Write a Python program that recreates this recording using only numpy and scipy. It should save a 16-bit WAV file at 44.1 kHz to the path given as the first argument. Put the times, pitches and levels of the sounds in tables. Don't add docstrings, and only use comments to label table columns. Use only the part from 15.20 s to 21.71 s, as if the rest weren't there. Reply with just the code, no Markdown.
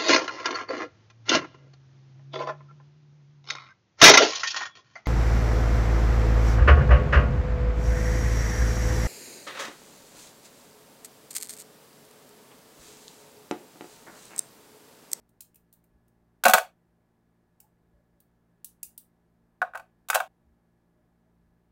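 import sys
import numpy as np
from scipy import signal
from scipy.fft import rfft, irfft
from scipy.io import wavfile
from scipy.ndimage import uniform_filter1d, minimum_filter1d

SR = 44100
rng = np.random.default_rng(int(sys.argv[2]) if len(sys.argv) > 2 else 0)


def wav_record(signal):
    frames = np.transpose(np.atleast_2d(signal))
    bounded = np.clip(frames, -1, 1)
    quanta = np.round(bounded * 32767).astype(np.int16)
    wavfile.write(sys.argv[1], SR, quanta)


N = 287135

# (frequency [Hz], rms level before a common 1 dB lift and the waver [dB])
HUM_LINES = [(59.2, -79.5), (118.4, -78), (172.3, -75), (231.5, -78.5), (285.3, -84.5), (344.5, -85),
             (608.3, -90), (1696, -93)]
# (frequency [Hz], relative density [dB per Hz])
AIR_COLOUR = [(25, -9.5), (55, -1.5), (90, -7.5), (170, -5.5), (260, -10.5), (400, -8), (550, -15.5),
              (780, -13), (1200, -20.5), (1800, -23), (2700, -32.5), (7000, -38.5), (14500, -38),
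              (16000, -43.5)]
# (frequency [Hz], relative level [dB])
ECHO_COLOUR = [(100, -8), (250, -0.5), (700, 4.5), (1500, -5), (3000, 0), (8000, -1), (16000, -0.5)]
# (band centre [Hz], t60 [s])
ROOM_DECAY = [(200, .22), (700, .2), (1500, .21), (3000, .235), (8000, .195), (15000, .18)]
# (time of the middle [s], level at the middle [dB])
HAND_BUMPS = [(.76, -65), (2.76, -70), (5.3, -65), (6.28, -65)]
# (time of the middle [s], level at the middle [dB], pitch [Hz])
HAND_SQUEAKS = [(2.45, -73, 845), (2.79, -75, 571), (2.96, -76, 602), (5.78, -74, 610), (6.07, -78, 630)]
# (time [s], strength [dB], centre of the tick [Hz], centre of the barrel clack [Hz])
HELD_TICKS = [(0.091, -56.5, 8800, 4100), (0.2061, -29.5, 6800, 4600), (0.22, -40, 14000, 2900),
              (0.344, -47.5, 14000, 2600), (0.3566, -42.5, 11300, 2900), (0.5268, -42.5, 14500, 4600),
              (0.5358, -46, 13500, 4700), (0.64, -55, 14500, 2100), (0.8804, -58, 10700, 2900),
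              (2.4018, -38.5, 9050, 2600), (3.0025, -46.5, 13800, 4300), (3.4445, -24.5, 9390, 4800),
              (3.6297, -20.5, 8770, 2830), (3.7771, -28, 14500, 4090)]
# (frequency [Hz], relative density [dB per Hz])
TICK_COLOUR = [(600, -43), (1500, -12), (2100, -20), (2800, -5), (3600, -12.5), (5000, -7.5), (7000, -4),
               (8800, 1.5), (11000, -2), (14500, 4), (16500, -1)]
# (frequency [Hz], relative level [dB], t60 before scaling by freedom [s])
BARREL_MODES = [(1950, -1.5, .025), (2263, -1.5, 0.036), (2508, 0, 0.031), (2673, 2.5, 0.022),
                (2900, 0, 0.014), (3300, -2, 0.027), (3664, 1, .02), (4000, -8.5, 0.057),
                (4430, -10, 0.065), (4850, -8, .02)]
# (frequency [Hz], relative level [dB], t60 before scaling by freedom [s])
TRAY_MODES = [(470, -14, 0.013), (529.1, -8.5, 0.12), (575.4, -10.5, 0.07), (658, -4.5, .08), (743, 1, .08),
              (802, -8.5, .06), (863, -9.5, 0.065), (922, -9, 0.074), (1080, -5.5, .06), (1168, -5, 0.042),
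              (1250, -6.5, 0.061), (1364, -2.5, 0.032), (1490, 3.5, .06), (1577, -1.5, .05),
              (1730, -11, 0.04)]
# (frequency [Hz], relative density [dB per Hz])
CRACK_COLOUR = [(800, -23.5), (2000, -3), (4000, -3), (5500, -1.5), (7000, 1), (9000, 1), (11000, 0),
                (14500, 1), (16500, -3)]
# (time [s], strength [dB], centre of the ring [Hz],
# hardness of the contact [dB], where 0 is a bare edge and -30 is eased down)
LANDINGS = [(1.2374, -24, 1330, -1), (1.2532, -10.5, 1000, -9.5), (1.2635, -10.5, 890, -17),
            (1.2815, -18, 920, -2.5), (1.292, -17.5, 1100, -27), (1.2967, -27, 1120, 3),
            (1.3095, -27, 884, -5), (1.3354, -9.5, 1320, -3), (1.339, -8.5, 1130, -16),
            (1.3475, -15.5, 721.8, -25), (1.3745, -24.5, 724.6, -12.5), (1.382, -19.5, 1080, -11.5),
            (4.417, -19, 1300, -30.5), (4.4255, -27, 1430, -42), (4.536, -40.5, 1500, -32),
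            (4.549, -37, 1140, -25.5), (4.5535, -30.5, 1257, -23), (4.574, -39, 976, -12.5),
            (4.597, -42, 1210, -19.5), (4.886, -43, 898, 5), (4.9006, -20, 1400, -5),
            (4.931, -25.5, 1500, -16.5), (4.9445, -29, 1350, 1), (4.9481, -21, 1330, -3),
            (4.9555, -16.5, 781, -13), (4.975, -25.5, 773, -25), (5.002, -21.5, 1180, -20)]
# (time [s], level [dB], pitch [Hz], t60 [s])
TABLE_THUMPS = [(1.256, -32, 234, .12), (1.257, -19.5, 550.5, 0.095), (1.282, -32.5, 222, .1),
                (1.337, -37, 195, .05), (4.418, -56, 221, 0.099)]

AGE = np.arange(int(.4 * SR)) / SR
AIR_DB = -72.5
FIRST_ECHO_S, TAIL_END_S = .003, .17
BUMP_S, BUMP_HZ, BUMP_OCTAVES = .11, 60, .27
SQUEAK_S, SQUEAK_OCTAVES = .12, .063
TICK_DB, TICK_T60_S = -13.5, .022
TICK_FOCUS_LIMIT_DB = 8.5
HELD_CLACK_DB, HELD_CLACK_GROWTH = -45, .74
TRAY_DB, TRAY_CUT_HZ = -2, 480
CLACK_DB, CLACK_PER_HARDNESS = -8.5, .39
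CLACK_HZ, CLACK_OCTAVES_PER_DB = 3150, .07
CRACK_DB, CRACK_PER_HARDNESS = -1, .93
CRACK_TILT = .12
TRAY_FREEDOM, BARREL_FREEDOM = .78, .95
CRACK_T60_S = .024
FAR_END_S, FAR_END_DB, FAR_END_SOFTER_DB = .009, -10, 10.5
STOP_S = 5.08
LIMIT, LIMITER_S, CUTOFF_HZ = .9, .003, 16100


def from_db(db):
    return 10 ** (np.asarray(db) / 20)


def rms_one(x):
    return x / np.sqrt(np.mean(x ** 2) + 1e-20)


def unit_hit(x):
    return x / np.sqrt(np.sum(x ** 2) / (SR / 100) + 1e-20)


def at_hz(points, hz):
    f, value = np.transpose(points)
    return np.interp(np.log(np.maximum(hz, 1)), np.log(f), value)


def fade(t60):
    return np.exp(-np.log(1000) * AGE / max(t60, 1e-3))


def noise(spectrum, size):
    hz = np.fft.rfftfreq(size, 1 / SR)
    shaped = rfft(rng.standard_normal(size)) * from_db(at_hz(spectrum, hz))
    return rms_one(irfft(shaped, size))


def drift(rate):
    knots = rng.standard_normal(int(rate * N / SR) + 2)
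    return np.interp(np.arange(N) / SR * rate, np.arange(len(knots)), knots)


def add(track, s, sound):
    start = round(s * SR)
    track[start:start + len(sound)] += sound[:N - start]


def low_cut(x, hz):
    return signal.sosfilt(signal.butter(6, hz, "high", fs=SR, output="sos"), x)


def appliance(waver_db, wander):
    t = np.arange(N) / SR
    hum = 0
    for hz, db in HUM_LINES:
        level = from_db(db + waver_db * drift(6.6)) * np.sqrt(2)
        hum = hum + level * np.sin(2 * np.pi * hz * t + wander * drift(4.3))
    return from_db(1.0) * hum + from_db(AIR_DB) * noise(AIR_COLOUR, size=N)


def room(hit, wet_db):
    hz = np.fft.rfftfreq(len(AGE), 1 / SR)
    echoes = rfft(rng.standard_normal(len(AGE))) * from_db(at_hz(ECHO_COLOUR, hz))
    tail = 0
    for centre, t60 in ROOM_DECAY:
        share = at_hz([(f, f == centre) for f, _ in ROOM_DECAY], hz)
        tail = tail + irfft(echoes * share, len(AGE)) * fade(t60)
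    onset = np.clip(AGE / FIRST_ECHO_S - 1, 0, 1)
    tail = tail * onset * np.exp(-(AGE / TAIL_END_S) ** 4)
    tail = tail / np.sqrt(np.sum(tail ** 2))
    return hit + from_db(wet_db) * signal.fftconvolve(hit, tail)[:len(AGE)]


def rub(length, centre_hz, octaves):
    hz = np.fft.rfftfreq(len(AGE), 1 / SR) + 1
    band = np.exp(-.5 * (np.log2(hz / centre_hz) / octaves) ** 2)
    swell = np.cos(np.pi * np.clip((AGE - AGE.mean()) / length, -.5, .5))
    friction = irfft(rfft(rng.standard_normal(len(AGE))) * band)
    return rms_one(friction) * swell


def handling():
    out = np.zeros(N)
    for s, db in HAND_BUMPS:
        add(out, s - AGE.mean(), from_db(db) * rub(BUMP_S, BUMP_HZ, BUMP_OCTAVES))
    for s, db, hz in HAND_SQUEAKS:
        add(out, s - AGE.mean(), from_db(db) * rub(SQUEAK_S, hz, SQUEAK_OCTAVES))
    return out


def favour(hz, centre_hz, db_per_octave):
    return -db_per_octave * np.log2(hz / centre_hz) ** 2


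def strike(modes, scatter_db, centre_hz, focus_db, freedom):
    out = 0
    for hz, db, t60 in modes:
        strength_db = db + favour(hz, centre_hz, focus_db) + scatter_db * rng.standard_normal()
        ring = np.sin(2 * np.pi * hz * AGE) * fade(t60 * freedom)
        out = out + rng.choice([-1, 1]) * from_db(strength_db) * ring
    return unit_hit(out)


def snap(spectrum, t60, rise_s):
    rise = 1 - np.exp(-AGE / max(rise_s, 1e-5))
    return unit_hit(noise(spectrum, size=len(AGE)) * fade(t60) * rise)


def ticks():
    out = np.zeros(N)
    for s, db, tick_hz, clack_hz in HELD_TICKS:
        colour = []
        for hz, level in TICK_COLOUR:
            focus = max(favour(hz, tick_hz, db_per_octave=3.0), -TICK_FOCUS_LIMIT_DB)
            colour.append((hz, level + focus))
        tick = from_db(db + TICK_DB) * snap(colour, TICK_T60_S, rise_s=.0019)
        barrel_gain = from_db(HELD_CLACK_DB + HELD_CLACK_GROWTH * db)
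        barrel = barrel_gain * strike(BARREL_MODES, 1.3, clack_hz, focus_db=36, freedom=1.1)
        add(out, s, room(tick + low_cut(barrel, hz=1400), wet_db=-7.0))
    return out


def contact(db, ring_hz, hardness_db):
    tray = from_db(TRAY_DB) * strike(TRAY_MODES, 2, ring_hz, focus_db=5.5, freedom=TRAY_FREEDOM)
    clack_hz = CLACK_HZ * 2 ** (CLACK_OCTAVES_PER_DB * hardness_db)
    barrel_gain = from_db(CLACK_DB + CLACK_PER_HARDNESS * hardness_db)
    barrel = barrel_gain * strike(BARREL_MODES, 2.5, clack_hz, focus_db=5, freedom=BARREL_FREEDOM)
    colour = [(hz, level + CRACK_TILT * hardness_db * np.log2(hz)) for hz, level in CRACK_COLOUR]
    crack_gain = from_db(CRACK_DB + CRACK_PER_HARDNESS * hardness_db)
    crack = crack_gain * snap(colour, t60=CRACK_T60_S, rise_s=.002)
    return from_db(db) * low_cut(tray + barrel + crack, hz=TRAY_CUT_HZ)


def stop_short():
    return np.clip((STOP_S - np.arange(N) / SR) / .002, 0, 1)


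def landings():
    out = np.zeros(N)
    for s, db, ring_hz, hardness_db in LANDINGS:
        add(out, s, room(contact(db, ring_hz, hardness_db), wet_db=-11.5))
        far_end = contact(db + FAR_END_DB, ring_hz, hardness_db - FAR_END_SOFTER_DB)
        add(out, s + FAR_END_S * rng.uniform(.8, 1.2), room(far_end, wet_db=-12))
    for s, db, hz, t60 in TABLE_THUMPS:
        rise = 1 - np.exp(-AGE * hz / .4)
        thump = np.sin(2 * np.pi * hz * AGE) * fade(t60) * rise
        add(out, s, from_db(db) * unit_hit(low_cut(thump, hz=155)))
    return out


def scene():
    background = appliance(waver_db=1.57, wander=.35) + handling()
    return (background + ticks() + landings() * stop_short())[None]


def record(dry):
    span = int(LIMITER_S * SR)
    gain = minimum_filter1d(LIMIT / np.maximum(np.abs(dry), LIMIT), size=span)
    limited = dry * uniform_filter1d(gain, size=span)
    top_cut = signal.ellip(10, .2, 80, CUTOFF_HZ, fs=SR, output="sos")
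    return signal.sosfilt(top_cut, limited)


dry = scene()
out = record(dry)
wav_record(out)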